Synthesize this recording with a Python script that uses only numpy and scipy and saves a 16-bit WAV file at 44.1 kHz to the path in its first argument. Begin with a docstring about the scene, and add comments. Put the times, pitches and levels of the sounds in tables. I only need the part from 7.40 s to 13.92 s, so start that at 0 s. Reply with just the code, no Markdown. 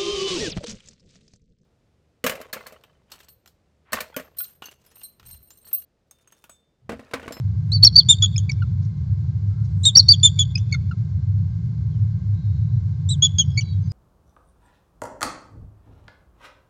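"""Three falling runs of short piping notes: an eagle on a treetop nest, close to an outdoor camera.
A steady low rumble, thin electrical tones, hiss, twig rustles and a few far birds lie behind.
The voice sums gliding harmonics, breath noise, puffs and low noise bursts; sparse random echoes return it.
Far birds are wavering whistles; the floor is filtered noise and steady sines.
The loudest notes overload the input, which folds overtones down into the band."""
import sys
import numpy as np
from scipy import signal
from scipy.fft import rfft, irfft
from scipy.io import wavfile
from scipy.ndimage import uniform_filter1d

SR = 44100
rng = np.random.default_rng(int(sys.argv[2]) if len(sys.argv) > 2 else 0)


def transcribe(signal):
    """Save signal, clipped to [-1, 1], as a 16-bit WAV file at the path in sys.argv[1]."""
    frames = np.atleast_2d(signal).T
    limited = np.clip(frames, -1, 1)
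    pcm = np.round(limited * 32767).astype(np.int16)
    wavfile.write(sys.argv[1], SR, pcm)


def invert_db(level):
    """Linear amplitude ratio for a level in decibels (20 dB per decade), elementwise."""
    return 10 ** (np.asarray(level, dtype=float) / 20)


N = 287532  # samples

# relative spectrum of breath and rustle noise: pitch_hz, level_db
BREATH = [(300, -37.5), (1000, -20), (2500, -16.5), (4000, 0), (5500, 4.5), (6500, 3), (7500, -12),
          (8000, -39)]
# the voice leaps above a high note, which ducks meanwhile:
# start_s, end_s, pitch_hz, level_db, end_level_db, duck_db
LEAPS = [(0.449, 0.465, 5518, 3.5, -12.5, -9), (2.57, 2.59, 5582, 0, 1, -11)]


def evened(x):
    """Normalisation: scales to rms 1."""
    return x / np.sqrt(np.mean(x ** 2) + 1e-20)


def coloured(x, points):
    """Linear filtering: multiplies the spectrum by a gain curve of (Hz, dB) points."""
    hz, db = np.transpose(points)
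    grid = np.fft.rfftfreq(len(x), 1 / SR)
    gain_db = np.interp(np.log(grid + 1), np.log(hz + 1), db)
    return irfft(rfft(x) * invert_db(gain_db), len(x))


def wander(rate_hz):
    """Low-pass random fluctuation: white noise through a leaky integrator, rms 1."""
    noise = uniform_filter1d(rng.standard_normal(N), 30)
    return evened(signal.lfilter([1], [1, -np.exp(-2 * np.pi * rate_hz / SR)], noise))


def rumble():
    """Band-shaped noise plus a narrow-band tone: a carrier with slow random modulation wavers."""
    # relative spectrum of the low noise: pitch_hz, level_db
    rumble_shape = [(26, -67.5), (44, -39.5), (64, -21.5), (68, -10), (79, -6.5), (87, -4.5), (103, 2.5),
                    (134, -5.5), (151, -5.5), (169, -11.5), (195, -19.5), (205, -26.5), (260, -50),
                    (340, -91.5), (570, -120)]
    noise_db, tone_hz, width_hz, tone_db = -21.5, 97, 2.1, -28.5
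    noise = rng.standard_normal(N) + 1j * rng.standard_normal(N)
    sway = signal.lfilter([1], [1, -np.exp(-np.pi * width_hz / SR)], noise)
    sway += 3.06 * np.sqrt(np.mean(abs(sway) ** 2))  # a steady core keeps the tone from dropping out
    tone = evened((sway * np.exp(2j * np.pi * tone_hz * np.arange(N) / SR)).real)
    low_noise = evened(coloured(rng.standard_normal(N), rumble_shape))
    return invert_db(noise_db) * low_noise + invert_db(tone_db) * tone


def hiss():
    """Broadband noise with slight random amplitude modulation, over the steady sines of the electronics."""
    # relative spectrum of the hiss: pitch_hz, level_db
    hiss_shape = [(140, -43), (240, -19), (323, 2.5), (352, -4), (421, -3.5), (481, -21.5), (1070, -14),
                  (1220, -22), (1610, -16.5), (1900, -38.5), (2080, -22), (2510, -31), (4340, -20.5),
                  (7180, -28.5), (8200, -46), (10700, -79.5), (18000, -120)]
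    # steady electrical tones: pitch_hz, level_db (rms)
    whine = [(1050, -75), (1561, -81), (1588, -76.5), (2099, -76.5), (2132, -84), (3903, -86),
             (4199, -86.5), (4231, -80), (4737, -89.5)]
    hiss_db, flicker_db = -59.5, 0.8
    t = np.arange(N) / SR
    tones = sum(np.sqrt(2) * invert_db(db) * np.sin(2 * np.pi * (hz * t + rng.random())) for hz, db in whine)
    noise = evened(coloured(rng.standard_normal(N), hiss_shape))
    return invert_db(hiss_db + flicker_db * wander(8)) * noise + tones


def voices(tones, fade_s, wobble, flutter_db):
    """Additive synthesis: near-sine harmonics follow each table; also returns the loudness over time.

    wobble is the rms pitch jitter as a fraction; flutter_db the rms level jitter."""
    out, loud = np.zeros(N), np.zeros(N)
    bend, flutter = wander(200), wander(71)
    for rows in tones:
        s, hz, *levels = np.transpose(rows)
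        at = np.arange(round((s[0] - fade_s) * SR), min(round((s[-1] + fade_s) * SR), N))
        t = at / SR
        pitch = np.interp(t, s, hz)
        fade = np.clip(np.minimum(t - t[0], s[-1] + fade_s - t) / fade_s, 0, 1) ** 2
        turns = np.cumsum(pitch * (1 + wobble * bend[at])) / SR
        for k, db in enumerate(levels, 1):
            thinning = np.clip((8600 - k * pitch) / 400, 0, 1)  # harmonics fade out by 8600 Hz
            size = fade * invert_db(np.interp(t, s, db)) * thinning
            wave = np.sin(2 * np.pi * k * turns)
            out[at] += np.sqrt(2) * size * invert_db(flutter_db * flutter[at]) * wave
            loud[at] += size
    return out, loud


def moments(start, end):
    """Sampling of a contour: about one time point a millisecond."""
    return np.linspace(start, end, num=round((end - start) * 1000) + 2)


def ramp(t, start, length):
    """Linear transition: goes from 0 to 1 over length, from start on."""
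    return np.clip((t - start) / length, 0, 1)


def caught(t):
    """Brief amplitude modulation: Gaussian level changes in dB where the voice catches."""
    # dips, one lift and two rows without change: time_s, change_db
    catches = [(0.343, -4), (0.44, 3.5), (0.446, -10.5), (0.454, -5.5), (0.464, -8.5), (0.574, -8),
               (0.583, 0), (0.72, -14.5), (0.843, -5.5), (0.854, -7), (2.495, 0), (2.568, -11.5),
               (2.579, -4.5), (2.588, -12.5), (2.705, -2), (2.717, -2.5), (2.845, -4), (2.868, -12.5),
               (3.001, -4), (5.697, -10.5), (5.992, -7.5), (6.011, -2.5), (6.19, -5)]
    catch_s = 0.0032  # half-width at 1/e of the change
    return sum(db * np.exp(-((t - s) / catch_s) ** 2) for s, db in catches)


def overtones(hz, second_db):
    """Harmonic series: levels of the second and third harmonic, the third set by pitch."""
    # third harmonic relative to the second: pitch_hz, level_db
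    third = [(1400, -3.5), (2260, -7), (2450, -37.5)]
    return second_db, second_db + np.interp(hz, *np.transpose(third))


def arch(start, top, end, onset_hz, top_hz, db, second_db, onset_db):
    """Frequency glide: pitch rises to the top, then sags ever faster while the note dies."""
    sag_hz, sag_s, sag_power = 470, 0.033, 2.3  # the pitch lies sag_hz under its top sag_s after it
    attack_s, start_db, bright_onset_db = 0.002, -9.5, 3.5
    # pairs: first harmonic, higher harmonics
    droop_db, release_db, release_power = (-5, -9), (-25, -30), 3.2
    t = moments(start, end)
    before = 1 - ramp(t, start, top - start)
    after = ramp(t, top, end - top)
    rise = (top_hz - onset_hz) * before ** 2
    sag = sag_hz * (np.maximum(t - top, 0) / sag_s) ** sag_power
    hz = top_hz - rise - sag
    shared = db + start_db * (1 - ramp(t, start, attack_s)) + onset_db * before
    first, higher = (shared + droop * after + release * after ** release_power
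                     for droop, release in zip(droop_db, release_db))
    upper = overtones(hz, higher + second_db + bright_onset_db * before)
    return np.transpose([t, hz, first + caught(t), *upper])


def high_note(start, step, step_s, end, head_hz, top_hz, db):
    """Register step: a flat head, a step up, then a quadratic sag; it ducks under any leap."""
    sag_hz_per_s2, hold_s = 630000, 0.0034
    attack_s, start_db, release_s, end_db = 0.0058, -14.5, 0.007, -18
    step_dip_db, regain_s = -6, 0.026  # the note weakens at the step and regains its strength
    duck_edge_s = 0.0059
    t = moments(start, end)
    stepped = ramp(t, step - step_s, step_s)
    sag = sag_hz_per_s2 * np.maximum(t - step - hold_s, 0) ** 2
    hz = head_hz + (top_hz - head_hz) * stepped - sag
    level = db + start_db * (1 - ramp(t, start, attack_s)) + end_db * ramp(t, end - release_s, release_s)
    level = level + step_dip_db * stepped * (1 - ramp(t, step, regain_s))
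    for up, down, *_, duck_db in LEAPS:
        ducked = ramp(t, up - duck_edge_s, duck_edge_s) * (1 - ramp(t, down, duck_edge_s))
        level = level + duck_db * ducked
    return np.transpose([t, hz, level + caught(t)])


def leap(start, end, hz, db, end_db, _):
    """Register jump: a pure tone of steady pitch above the high note."""
    t = moments(start, end)
    level = np.interp(t, [start, end], [db, end_db]) + caught(t)
    return np.transpose([t, hz + 0 * t, level])


def chip(start, peak, end, from_hz, to_hz, db, second_db):
    """Short linear glide with a rise and fall in level."""
    rise_db, fall_db = -10, -17.5  # start and end relative to the peak
    dull_db = -9  # overtones fall further than the first harmonic
    s = [start, peak, end]
    level = db + np.array([rise_db, 0, fall_db])
    hz = np.interp(s, [start, end], [from_hz, to_hz])
    return np.transpose([s, hz, level, *overtones(hz, level + second_db + [0, 0, dull_db])])


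def patchy_air(patchy_db):
    """Turbulence noise: short-time spectra with random gains in small patches of time and frequency."""
    z = signal.stft(coloured(rng.standard_normal(N), BREATH), nperseg=256, noverlap=192)[2]
    patches = uniform_filter1d(rng.standard_normal(z.T.shape), size=5, axis=0)  # over time
    patches = uniform_filter1d(patches, size=6, axis=1)  # over frequency
    z = z * invert_db(patchy_db * evened(patches.T))
    return evened(signal.istft(z, nperseg=256, noverlap=192)[1][:N])


def eagle():
    """Tone plus noise: piping, breath noise scaled by its loudness and swells, puffs, and low noise bursts."""
    # arched notes: start_s, top_s, end_s, onset_hz, top_hz, level_db,
    # second_db (second harmonic relative to first), onset_db (relative to top)
    arches = [(0.319, 0.347, 0.385, 3900, 4580, -20, -13, -3),
              (0.688, 0.709, 0.742, 3488, 3668, -5.5, -6.5, -7.5),
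              (0.823, 0.843, 0.864, 3440, 3405, -12, -9.5, -1.5),
              (2.453, 2.47, 2.505, 3642, 3747, -9, -8, -5), (2.832, 2.857, 2.888, 3484, 3584, -7, -6, -4),
              (2.991, 3.006, 3.037, 3435, 3447, -14.5, -6, 0),
              (5.69, 5.713, 5.756, 3599, 3935, -26, -4.5, -4),
              (5.823, 5.849, 5.876, 3250, 3424, -12.5, -4.5, -2),
              (5.985, 6.001, 6.03, 3292, 3298, -14.5, -2, -2.5),
              (6.175, 6.194, 6.204, 2220, 2280, -24, -1.5, 0)]
    # loud high notes: start_s, step_done_s, step_length_s, end_s, head_hz, top_hz, level_db
    high_notes = [(0.428, 0.445, 0.003, 0.483, 4430, 4825, -3.5),
                  (0.557, 0.572, 0.005, 0.604, 4480, 4710, -2),
                  (2.553, 2.566, 0.003, 2.608, 4570, 5017, -3),
                  (2.685, 2.703, 0.014, 2.73, 4440, 4698, -1.5)]
    # clucks, note ends in another register, side tones:
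    # start_s, peak_s, end_s, from_hz, to_hz, level_db, second_db (second harmonic relative to first)
    chips = [(0.482, 0.483, 0.5, 3500, 3250, -37, -25), (0.604, 0.606, 0.622, 3650, 3150, -23.5, -26.5),
             (0.835, 0.841, 0.848, 1390, 1327, -37.5, -29.5), (0.959, 0.963, 0.966, 2380, 2500, -31, -15),
             (0.963, 0.967, 0.973, 2590, 2590, -48, 25), (0.98, 0.981, 0.992, 3428, 3080, -29, 10.5),
             (1.094, 1.098, 1.11, 2310, 2192, -21.5, -8), (1.114, 1.12, 1.12, 3010, 2614, -60.5, 33.5),
             (1.22, 1.224, 1.242, 1472, 1284, -32.5, -14.5), (2.439, 2.459, 2.455, 3800, 4480, -19, -5.5),
             (2.434, 2.435, 2.442, 3444, 4010, -42.5, 12), (2.73, 2.74, 2.75, 3596, 3160, -16.5, -11),
             (2.98, 2.993, 3.002, 2255, 2440, -44.5, -24.5), (3.155, 3.158, 3.167, 2500, 2547, -25.5, 8),
             (3.168, 3.179, 3.179, 2540, 2520, -36, -4), (3.18, 3.182, 3.194, 3190, 2613, -46.5, 13.5),
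             (3.325, 3.328, 3.338, 2228, 2206, -22, 0.5), (3.333, 3.348, 3.358, 2202, 2110, -27, -6.5),
             (3.336, 3.346, 3.358, 3650, 3550, -39, -35), (3.341, 3.351, 3.358, 1503, 1323, -36, -26),
             (3.512, 3.515, 3.533, 1438, 1265, -33, -15), (5.99, 5.995, 6.012, 1610, 1535, -45.5, -30.5),
             (5.711, 5.712, 5.724, 3365, 3530, -38, -22), (6.21, 6.196, 6.224, 3305, 2800, -30, 10)]
    # relative spectrum of the low noise burst under loud notes and onsets: pitch_hz, level_db
    burst_shape = [(100, -12.5), (300, -1), (800, -2.5), (1500, -6.5), (2500, -8.5), (4000, -27.5)]
    # puffs that open a note: time_s, level_db
    snap_rows = [(0.826, -28), (2.833, -35.5), (2.992, -34.5), (3.156, -40.5), (5.987, -36.5)]
    snap_s = 0.003  # half-width at 1/e
    tones = [high_note(*row) for row in high_notes] + [arch(*row) for row in arches]
    tones += [chip(*row) for row in chips] + [leap(*row) for row in LEAPS]
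    pipe, loud = voices(tones, fade_s=0.0031, wobble=0.0081, flutter_db=-0.45)
    swell = abs(uniform_filter1d(np.maximum(np.gradient(loud) * SR * 0.0046, 0), size=130))
    smooth_loud = abs(uniform_filter1d(loud, size=900))  # breath level, smoothed over about 20 ms
    burst_size = invert_db(-44.5) * loud ** 3 + invert_db(-37.5) * swell
    burst = evened(coloured(rng.standard_normal(N), burst_shape)) * burst_size
    t = np.arange(N) / SR
    snaps = sum(invert_db(db) * np.exp(-((t - s) / snap_s) ** 2) for s, db in snap_rows)
    air_size = snaps + invert_db(-38.5) * loud ** 0.8 + invert_db(-37) * smooth_loud + invert_db(-20.5) * swell ** 1.8
    return pipe + burst + patchy_air(patchy_db=7.5) * air_size


def scatter(start_s, t60):
    """Diffuse scattering: sparse echoes of random sign die away by 60 dB in t60 seconds, energy 1."""
    taps = np.zeros(SR)
    at = np.arange(0, SR - 20, 20) + rng.integers(0, 20, (SR - 1) // 20)
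    taps[at] = rng.choice([-1., 1.], len(at))
    t = np.arange(SR) / SR
    taps *= invert_db(-60 * t / t60) * (t > start_s)
    return taps / np.linalg.norm(taps)


def treetop(x):
    """Reverberation by convolution: nest and branches reflect quickly, the woods later and duller."""
    # colour of the far return: pitch_hz, gain_db
    woods_colour = [(1000, -6), (2300, -3), (3500, 0.5), (4500, -2), (5500, -10), (7000, -6), (8000, -4)]
    late = signal.lfilter([.4], [1, -.6], scatter(0.065, 1.0))  # its treble is weaker
    woods = invert_db(-32.5) * scatter(0.025, 0.88) + invert_db(-37.0) * late
    echoes = invert_db(-16) * scatter(.003, 0.067) + coloured(woods, woods_colour)
    return signal.fftconvolve(x, echoes)[:N] * invert_db(3.5 * wander(36))  # moving air makes the return flutter


def rustles():
    """Enveloped noise: faint twig sounds as short Gaussian puffs of treble."""
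    # time_s, length_s (full width at 1/e), level_db
    puffs = [(1.43, 0.021, -61.5), (1.453, 0.022, -59.5), (2.081, .015, -73.5), (2.254, 0.029, -61),
             (3.294, 0.0078, -63), (3.315, 0.0029, -46.5), (3.498, .003, -58)]
    t = np.arange(N) / SR
    size = sum(invert_db(db) * np.exp(-((t - s) / length * 2) ** 2) for s, length, db in puffs)
    return size * evened(coloured(rng.standard_normal(N), BREATH))


def far_birds():
    """Frequency-modulated whistles: faint tones follow pitch contours with random jitter."""
    # one table a faint far whistle: time_s, pitch_hz, level_db
    whistles = [
        [(2.1, 1300, -70.5), (2.17, 1350, -64.5), (2.25, 1400, -71.5)],
        [(4.52, 3390, -75.5), (4.545, 3150, -68.5), (4.565, 2940, -72.5)],
        [(6.04, 5600, -68), (6.11, 5400, -66.5), (6.17, 4907, -56.5), (6.25, 4578, -58), (6.32, 4440, -52)],
        [(6.06, 4900, -68), (6.17, 4420, -72), (6.24, 4020, -54.5), (6.32, 3880, -56), (6.4, 3800, -78.5)],
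        [(6.42, 6250, -71), (6.45, 6240, -69), (6.475, 6240, -68.5)],
        [(6.43, 4940, -77.5), (6.46, 4780, -64), (6.48, 4460, -72)],
        [(6.485, 5150, -72), (6.5, 4950, -57), (6.519, 4910, -52)],
    ]
    # a blurred pair of far calls: time_s, pitch_hz, level_db
    hoarse = [
        [(4.95, 3870, -70), (5.08, 3780, -70), (5.2, 3870, -71), (5.38, 3930, -73.5)],
        [(4.98, 4080, -71.5), (5.1, 4200, -74), (5.2, 4190, -73)],
    ]
    clear_calls = voices(whistles, fade_s=0.018, wobble=0.0037, flutter_db=2.0)[0]
    return clear_calls + voices(hoarse, fade_s=.04, wobble=0.014, flutter_db=1.5)[0]


def scene():
    """Superposition: the eagle and its echoes, far birds with stronger echoes, rustles and the floor."""
    near = eagle()
    far = far_birds()
    echoes = treetop(near + invert_db(8.5) * far)
    return (near + echoes + far + rustles() + rumble() + hiss())[None]


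def low_pass(x):
    """Removes everything above the highest recorded frequency."""
    return signal.sosfilt(signal.butter(12, 21000, fs=SR, output="sos"), x)


def record(dry):
    """Clipping and aliasing: overload at a low sample rate folds overtones; top treble is mirrored upward."""
    # filter ahead of the camera's sampler: pitch_hz, gain_db
    input_edge = [(7750, -1), (8000, -13)]
    # colour of the mirrored treble: pitch_hz, gain_db
    mirror_colour = [(8000, -1.5), (8500, -8.5), (9000, -20.5), (9600, -39), (10500, -47), (11500, -92)]
    # treble loss after the second overload: pitch_hz, gain_db
    late_edge = [(11000, 1), (12500, -10), (15500, -14.5), (16300, -32)]
    camera_rate_hz = 16000
    slow = signal.resample(coloured(dry[0], input_edge), round(N * camera_rate_hz / SR))
    heard = signal.resample(np.clip(slow, -1.03, 1.03), N)
    mirror = heard * 2 * np.cos(2 * np.pi * camera_rate_hz * np.arange(N) / SR)
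    full = np.clip(heard + coloured(mirror, mirror_colour), -.87, .87)  # a second overload
    sent = coloured(full, late_edge)
    return low_pass(sent[None])


dry = scene()
out = record(dry)
transcribe(out)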